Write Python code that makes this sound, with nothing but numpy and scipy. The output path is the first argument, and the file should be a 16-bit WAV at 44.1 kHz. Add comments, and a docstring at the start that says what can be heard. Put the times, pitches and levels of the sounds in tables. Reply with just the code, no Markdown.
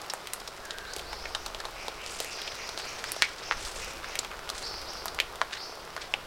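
"""Light rain in a stone courtyard strewn with wet leaves: fat drops smack on leaves and puddles close by.
Fine rain patters all round, showers of droplets spatter the litter and birds call from echoing trees.
Drops are impacts that excite damped resonances; the rain is shaped noise and random ticks.
The birds are gliding sines with a random quaver. Low rumble and faint hiss lie beneath; it is almost mono."""
import sys
import numpy as np
from scipy import signal
from scipy.fft import rfft, irfft, next_fast_len
from scipy.io import wavfile

SR = 44100
rng = np.random.default_rng(int(sys.argv[2]) if len(sys.argv) > 2 else 0)


def materialize(psi):
    """Save the field psi as 16-bit PCM at rate SR to the path in sys.argv[1].

    A 1-D psi becomes a single channel; in a 2-D psi each row is a channel.
    """
    bounded = np.clip(np.atleast_2d(psi).T, -1, 1)
    quanta = np.round(bounded * 32767).astype(np.int16)
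    wavfile.write(sys.argv[1], SR, quanta)


N = 276066
TIME = np.arange(N) / SR


def from_db(db):
    """Decibels to gain."""
    return 10 ** (np.asarray(db) / 20)


def rms_one(x):
    """Scale to rms 1."""
    return x / np.sqrt(np.mean(x ** 2) + 1e-20)


def unit_energy(x):
    """Scale a short sound to energy 1."""
    return x / np.linalg.norm(x)


def in_time(rows):
    """Each column of a curve at every sample."""
    s, *columns = np.transpose(rows)
    return [np.interp(TIME, s, c) for c in columns]


def band(x, low_hz, high_hz, order=2):
    """Causal band-pass."""
    sections = signal.butter(order, [low_hz, min(high_hz, .45 * SR)], "band", fs=SR, output="sos")
    return signal.sosfilt(sections, x + 1e-18)


def resonate(x, hz, width_hz):
    """A two-pole resonance with gain about 1 at its peak."""
    r = np.exp(-np.pi * width_hz / SR)
    zeros = np.array([1, 0, -1]) * (1 - r * r) / 2
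    poles = [1, -2 * r * np.cos(2 * np.pi * hz / SR), r * r]
    return signal.lfilter(zeros, poles, x + 1e-18)


def coloured(x, spectrum):
    """Filter a sound by a smooth curve over log frequency; rms 1."""
    hz, db = np.transpose(spectrum)
    size = next_fast_len(N)
    bins = np.maximum(np.fft.rfftfreq(size, 1 / SR), 1)
    gain = from_db(np.interp(np.log(bins), np.log(hz), db))
    return rms_one(irfft(rfft(x, size) * gain, size)[..., :N])


def wander(count, rate):
    """Random motion in straight lines between normal draws, `rate` draws a second."""
    knots = np.arange(count) * rate / SR
    return np.interp(knots, np.arange(count), rng.standard_normal(count))


def add(out, s, sound):
    """Mix a sound in at a time."""
    start = max(round(s * SR), 0)
    out[start:start + len(sound)] += sound[:max(N - start, 0)]


def reverb(x, t60, low_hz, high_hz, build_s):
    """Diffuse scatter: a noise tail of unit energy that builds up and dies away."""
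    t = np.arange(SR) / SR
    noise = band(rng.standard_normal(SR), low_hz, high_hz, order=1)
    tail = noise * from_db(-60 * t / t60) * (1 - np.exp(-t / build_s))
    return signal.fftconvolve(x, unit_energy(tail))[:N]


def courtyard(x):
    """Ground and wall send back dull early echoes, then a faint tail."""
    # reflections from ground and wall: (delay [s], level [dB])
    echoes = [(.0048, -17.5), (.0095, -14.5)]
    dull = band(x, 470, 2040)
    early = sum(from_db(db) * np.interp(TIME - delay, TIME, dull, left=0) for delay, db in echoes)
    tail = from_db(-25.5) * reverb(x, t60=0.33, low_hz=500, high_hz=4500, build_s=0.026)
    return x + early + tail


def hiss():
    """A faint treble-heavy noise, with opposite polarity in the two channels."""
    # spectrum of the hiss: (frequency [Hz], relative level [dB])
    hiss_colour = [(2000, -21), (5000, -25), (8000, 3), (12000, 3), (16000, 3.5)]
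    return from_db(-64.0) * coloured(rng.standard_normal(N), hiss_colour) * np.array([[1], [-1]])


def air_rumble():
    """Air moving past the microphone makes a low noise that swells and sinks."""
    # strength of the moving air: (time [s], level before a steady lift [dB])
    air = [(0.0, -65), (1.24, -49.5), (2.16, -58), (3.49, -57.5), (3.57, -46), (4.01, -53.5), (4.73, -54),
           (4.78, -49), (4.9, -53.5), (5.32, -54), (5.51, -61.5), (6.26, -55)]
    # spectrum of the rumble: (frequency [Hz], relative level [dB])
    rumble_colour = [(15, 1), (28, 3), (52, 0.5), (75, -3.5), (120, -21.5), (220, -45.5)]
    rumble_db, = in_time(air)
    return from_db(rumble_db + 2.5) * coloured(rng.standard_normal(N), rumble_colour)


def patter(per_s, spread_db, low_hz, high_hz, q, count=16):
    """Small drops fall at random, each a click that rings briefly on one of a set of damped leaves."""
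    sizes = from_db(spread_db * np.minimum(rng.exponential(1, N), 3.5)) * rng.choice([-1, 1], N)
    clicks = sizes * (rng.random(N) < per_s / SR)
    leaf = rng.integers(0, count, N)
    pitches = np.geomspace(low_hz, min(high_hz, .4 * SR), count)
    ticks = sum(resonate(clicks * (leaf == k), hz, hz / q) for k, hz in enumerate(pitches))
    return rms_one(ticks + from_db(-15.0) * clicks)


def rain():
    """Far rain merges to a wash of noise; nearer drops stay apart as a fine patter."""
    # the surrounding rain: (time [s], level shared by wash and patter before their mix [dB])
    rainfall = [(0, -45), (.5, -46.5), (1.1, -45), (1.9, -45.5), (2.5, -45.5), (2.95, -44), (3.35, -46.5),
                (3.8, -43.5), (4.4, -45), (4.85, -43.5), (5.35, -45.5), (5.9, -46), (6.26, -45.5)]
    # spectrum of the rain: (frequency [Hz], relative level [dB])
    rain_colour = [(59, -61), (100, -4.5), (166, -7), (271, -8.5), (381, -0.5), (513, -1), (648, -1),
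                   (930, -2), (1390, -2), (1650, -7.5), (3120, -11.5), (5300, -13), (6420, -19.5),
                   (14400, -27), (16000, -29)]
    rain_db, = in_time(rainfall)
    wash = coloured(rng.standard_normal(N), rain_colour)
    ticks = courtyard(patter(per_s=260, spread_db=4.5, low_hz=414, high_hz=12500, q=1.7))
    grains = coloured(ticks, rain_colour)
    return from_db(rain_db) * (from_db(0.67) * wash + from_db(-5.0) * grains)


def song(notes, quaver_hz=380, quaver_rate=900, flutter_db=2.5, second_db=-4.0, second_voice_ratio=1.13):
    """Whistled glides; hoarseness adds a fast quaver and a second voice from the other side of the syrinx."""
    out = np.zeros(N)
    quaver, flutter = wander(N, quaver_rate), wander(N, 90)
    for s, length, start_hz, end_hz, db, hoarse in notes:
        inside = (TIME >= s) & (TIME < s + length)
        u = (TIME[inside] - s) / length  # progress through the note, 0-1
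        pitch = start_hz + (end_hz - start_hz) * u + hoarse * quaver_hz * quaver[inside]
        phase = 2 * np.pi * np.cumsum(pitch) / SR
        swell = np.minimum(1, np.minimum(5 * u, 8 * (1 - u))) * from_db(flutter_db * flutter[inside])
        second_voice = hoarse * from_db(second_db) * np.sin(second_voice_ratio * phase)
        out[inside] += from_db(db) * rms_one(swell * (np.sin(phase) + second_voice))
    return out


def whistling_bird():
    """A bird gives two soft whistles that sink in pitch."""
    # whistles: (time [s], start pitch [Hz])
    whistles = [(.61, 1665), (0.77, 1597)]
    length_s, sag_hz, level_db, hoarseness = 0.13, 50, -48.5, .25
    return song([(s, length_s, hz, hz - sag_hz, level_db, hoarseness) for s, hz in whistles])


def churring_bird():
    """A second bird repeats one hoarse rising churr."""
    # churrs: (time [s], level before the trees [dB])
    churrs = [(1.746, -47.5), (1.97, -46.5), (2.24, -47.5), (2.56, -46), (2.83, -47.5), (3.07, -54),
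              (3.401, -51), (3.785, -47), (4.051, -49)]
    length_s, start_hz, end_hz, hoarseness = 0.0802, 2200, 2558, 0.934
    return song([(s, length_s, start_hz, end_hz, db, hoarseness) for s, db in churrs])


def chirping_bird():
    """A songbird gives high slurred chirps, most of them rising."""
    # (time [s], length [s], start pitch [Hz], end pitch [Hz], level before the trees [dB], hoarseness [ratio])
    chirps = [(.845, .11, 3560, 5000, -52, 0.5), (1.05, 0.099, 3870, 5790, -49.5, .55),
              (1.15, .09, 4300, 5640, -52, 0.65), (1.295, 0.14, 4570, 6300, -55.5, 0.76),
              (1.761, 0.095, 5050, 5530, -53.5, 0.86), (2.305, 0.066, 5610, 4680, -44.5, 1.1),
              (2.418, 0.11, 4610, 6000, -49, .4), (2.54, 0.16, 5660, 5920, -53, 0.86),
              (2.60, 0.08, 4280, 5180, -48, 1.07), (2.755, 0.095, 4140, 4500, -49.5, 0.78),
              (2.87, 0.027, 5000, 6000, -44.5, 1), (3.042, 0.043, 4270, 5690, -45, 0.1),
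              (3.15, 0.05, 6070, 5120, -48, 0.6), (3.42, 0.101, 5210, 5440, -47, 1.07),
              (3.809, 0.046, 5070, 6020, -48, 0.92), (4.044, 0.069, 4900, 5920, -50.5, 1),
              (4.62, .058, 3860, 5630, -39, .55), (4.72, 0.072, 4120, 5500, -47.5, .8),
              (4.862, 0.05, 3990, 5670, -43.5, 0.77), (4.96, 0.06, 4070, 5190, -48.5, 0.57),
              (5.555, 0.1, 3685, 5630, -45.5, 0.76)]
    return song(chirps)


def birds():
    """Three birds call; their notes ring on among the trees."""
    calls = chirping_bird() + churring_bird() + whistling_bird()
    near_trees = from_db(-7) * reverb(calls, t60=.2, low_hz=1000, high_hz=11000, build_s=.003)
    far_trees = from_db(-2.5) * reverb(calls, t60=.65, low_hz=1000, high_hz=11000, build_s=.03)
    return from_db(-1.5) * calls + near_trees + far_trees


def showers(clump_db=4.0):
    """Droplets shaken from the branches spatter the litter in uneven flurries of varying brightness."""
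    # flurries: (time [s], length [s], relative peak level [dB], treble gain [dB])
    flurries = [(0.93, .10, -65, 11), (2.026, 0.34, -46, 10), (2.308, 0.35, -44, -31),
                (2.73, 0.36, -44, -3), (2.998, 0.39, -41, -1.5), (3.37, 0.27, -48, -16),
                (3.557, 0.41, -46.5, 9), (4.012, 0.25, -48, -19), (4.524, 0.17, -41.5, 6),
                (5.51, 0.079, -40, -17), (5.99, 0.087, -39.5, -10)]
    # spectrum of the spatter: (frequency [Hz], relative level [dB])
    shower_colour = [(600, -16), (1500, 13.5), (3000, 10), (5000, 15.5), (7500, 6), (10000, -4.5),
                     (13000, -15), (16000, -20)]
    ticks = courtyard(patter(per_s=2800, spread_db=-1.0, low_hz=940, high_hz=15300, q=3.2))
    spatter = coloured(ticks, shower_colour)
    body, treble = band(spatter, 300, 4140), band(spatter, 7320, 13100)
    out = 0
    for s, length, db, treble_db in flurries:
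        # a faint trickle of droplets goes on before and after each flurry
        flurry = np.interp((TIME - s) / length, [0, .25, .6, 1.15], [0.028, 1.0, 0.68, 0.012])
        out = out + from_db(db) * flurry * (body - from_db(treble_db) * treble)
    return from_db(1.0 + clump_db * wander(N, 110)) * out


def drop(plop_db, plop_hz, slap_db, slap_hz, spray_db, share, noise,
         splash_s=0.0028, scatter_db=-9.0, scatter_t60=0.11):
    """A sharp impact and a brief splash make the water plop, slap a leaf and throw spray."""
    puddle_q = 1.31  # the water under the leaves answers with one dull plop
    wet_leaf_q = 3.08  # a wet leaf is heavily damped: it rings for only a few cycles
    spray, litter = noise
    t, share = np.arange(len(spray)) / SR, np.clip(share, 0, 1)
    splash = spray * np.exp(-t / splash_s) * (1 - np.exp(-t / 0.00054))
    blow = np.sqrt(1 - share) * (t == 0) + np.sqrt(share) * unit_energy(splash)
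    # the litter round each landing spot scatters the sound in a way of its own
    scatter = litter * from_db(-60 * t / scatter_t60) * (1 - np.exp(-t / 0.0019))
    blow = blow + from_db(scatter_db) * band(unit_energy(scatter), 400, 13000, order=1)
    # the surface yields, which spreads the impact in time (an allpass), and then rings briefly
    blow = blow - 2 * resonate(blow, 10000, 3000)
    hit = from_db(spray_db) * unit_energy(band(blow, 2000, 10300, order=1))
    for db, hz, q in (plop_db, plop_hz, puddle_q), (slap_db, slap_hz, wet_leaf_q):
        ring = resonate(blow, hz, hz / q)
        hit = hit + from_db(db) * unit_energy(band(ring, hz / 3.2, hz * 3.22))
    window = .006 * SR  # part levels are rms over 6 ms, ahead of the last filter
    # a small splash radiates little bass
    return np.sqrt(window) * band(hit, 284, 14000)


def small_drops(count=14, size=4096):
    """Lighter drops fall at random times, in water and on leaves of random pitch."""
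    level_db, spread_db, spray_db = -49, 2.0, 5  # the spray is relative to the drop
    out = np.zeros(N)
    draws, noises = rng.random((count, 5)), rng.standard_normal((count, 2, size))
    for (when, depth, leaf, weight, share), noise in zip(draws, noises):
        db = level_db + spread_db * (2 * weight - 1)
        plop_hz = np.interp(depth, [0, 1], (550, 1600))
        slap_hz = np.interp(leaf, [0, 1], (2500, 5500))
        add(out, when * N / SR, drop(db, plop_hz, db, slap_hz, db + spray_db, share, noise))
    return out


def stiff_leaves(size=8192):
    """A stiff leaf shivers on in a narrow band after it is struck."""
    # struck leaves: (time [s], pitch [Hz], level as rms over 6 ms [dB], decay by 60 dB [s])
    leaves = [(0.1, 5300, -33, 0.038), (.336, 10200, -48, 0.25), (3.224, 2200, -21, 0.15),
              (4.191, 7350, -28, 0.018), (6.139, 2610, -23, 0.0073)]
    stiff_leaf_q = 8.0
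    out, t = np.zeros(N), np.arange(size) / SR
    window = .006 * SR
    for (s, hz, db, t60), noise in zip(leaves, rng.standard_normal((len(leaves), size))):
        shiver = resonate(noise * from_db(-60 * t / t60), hz, hz / stiff_leaf_q)
        add(out, s, from_db(db) * np.sqrt(window) * unit_energy(resonate(shiver, hz, hz / 2)))
    return out


def near_drops(size=4096):
    """Fat drops from the trees land close to the microphone."""
    # (time [s], plop level [dB], plop pitch [Hz], slap level [dB], slap pitch [Hz], spray level [dB],
    #  splash share of the impact energy [0-1])
    landings = [(.0989, -49, 450, -32, 4100, -55, 0.77), (0.1366, -29, 780, -35, 8260, -47, 0.15),
                (.272, -44, 2000, -41.5, 3270, -38, 0.3), (0.3347, -40, 1310, -36, 8500, -29.5, 0.4),
                (.476, -39, 1040, -34.5, 4500, -59, 0.86), (.6534, -47, 1600, -43.5, 5960, -51, 0.5),
                (.7077, -39, 1730, -31.5, 3400, -53, .4), (.785, -42, 590, -40, 3460, -41.5, 0),
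                (0.9351, -45, 550, -35.5, 5140, -57, 0.7), (0.9638, -37.5, 453, -45, 3340, -35, 0.5),
                (0.9938, -44, 450, -38, 3200, -41, 0.7), (1.129, -32, 895, -39, 3900, -47, 0.9),
                (1.255, -38, 450, -31.5, 2000, -60, .6), (1.3492, -28, 1110, -24.5, 3500, -47, 0.77),
                (1.4616, -35, 865, -35, 3570, -35.5, 1), (1.5474, -38.5, 500, -34, 3170, -47, 0.25),
                (1.602, -34, 1360, -34, 3770, -55, 0.7), (1.652, -33, 740, -34, 3870, -66, 0.9),
                (1.8823, -31, 650, -35, 3640, -39, .25), (2.0629, -45, 450, -37, 4500, -53, 0.15),
                (2.2023, -31, 448, -43, 3700, -29, 0.45), (2.2451, -43, 620, -39, 2000, -35.5, .8),
                (2.4163, -45, 600, -37, 3600, -41, 1), (2.476, -43, 730, -32.5, 2900, -66, 0.9),
                (2.691, -41.5, 536, -35.5, 4350, -52, .5), (2.7763, -37, 750, -33.5, 3980, -55, 0.02),
                (3.041, -30.5, 1680, -37.5, 5700, -57, 0.25), (3.1192, -50, 450, -31.5, 9600, -32.5, .1),
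                (3.1644, -34.5, 570, -56, 3600, -44, 0.2), (3.2222, -15, 1820, -17.5, 3420, -39, 0.1),
                (3.5116, -20.5, 1260, -50, 4220, -57, 0.01), (3.5215, -25.5, 1320, -38, 3400, -58, .75),
                (3.65, -50, 1900, -36.5, 4750, -58, .6), (4.0436, -33, 1450, -46, 2400, -58, .7),
                (4.155, -41, 650, -32, 2340, -33, 0.3), (4.19, -38.5, 450, -29.5, 4050, -31.5, 0.2),
                (4.248, -39, 940, -35.5, 2670, -50, 0.5), (4.3141, -35, 1250, -45, 4100, -54, 0.7),
                (4.4911, -38, 760, -34, 3300, -40, 0.6), (4.5004, -34, 1170, -32, 4070, -35.5, 0.3),
                (5.0572, -31.5, 1030, -38, 12500, -33, 0.1), (5.0814, -36, 1180, -32, 4120, -53, 0.6),
                (5.1887, -38, 1410, -28, 2000, -46, .15), (5.2011, -36, 520, -19.5, 2750, -29, .35),
                (5.4155, -18, 1120, -26.5, 2950, -46, .08), (5.965, -32, 920, -39, 4550, -55, .4),
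                (5.9774, -34, 1100, -44, 3000, -60, 0.7), (6.1395, -29, 750, -26.5, 2400, -68, 0.2)]
    out = np.zeros(N)
    for (s, *shape), noise in zip(landings, rng.standard_normal((len(landings), 2, size))):
        add(out, s, drop(*shape, noise))
    return out


def scene():
    """All sources reach both channels alike; only a faint hiss differs between them."""
    drops_and_leaves = courtyard(near_drops() + stiff_leaves() + small_drops())
    return drops_and_leaves + rain() + showers() + birds() + air_rumble() + hiss()


def record(dry):
    """Peaks are clipped at 0.92 of full scale, then a steep low-pass cuts the top."""
    held = np.clip(dry, -.92, .92)
    cutoff_hz = 16000
    return signal.sosfilt(signal.ellip(10, .1, 80, cutoff_hz, fs=SR, output="sos"), held)


dry = scene()
out = record(dry)
materialize(out)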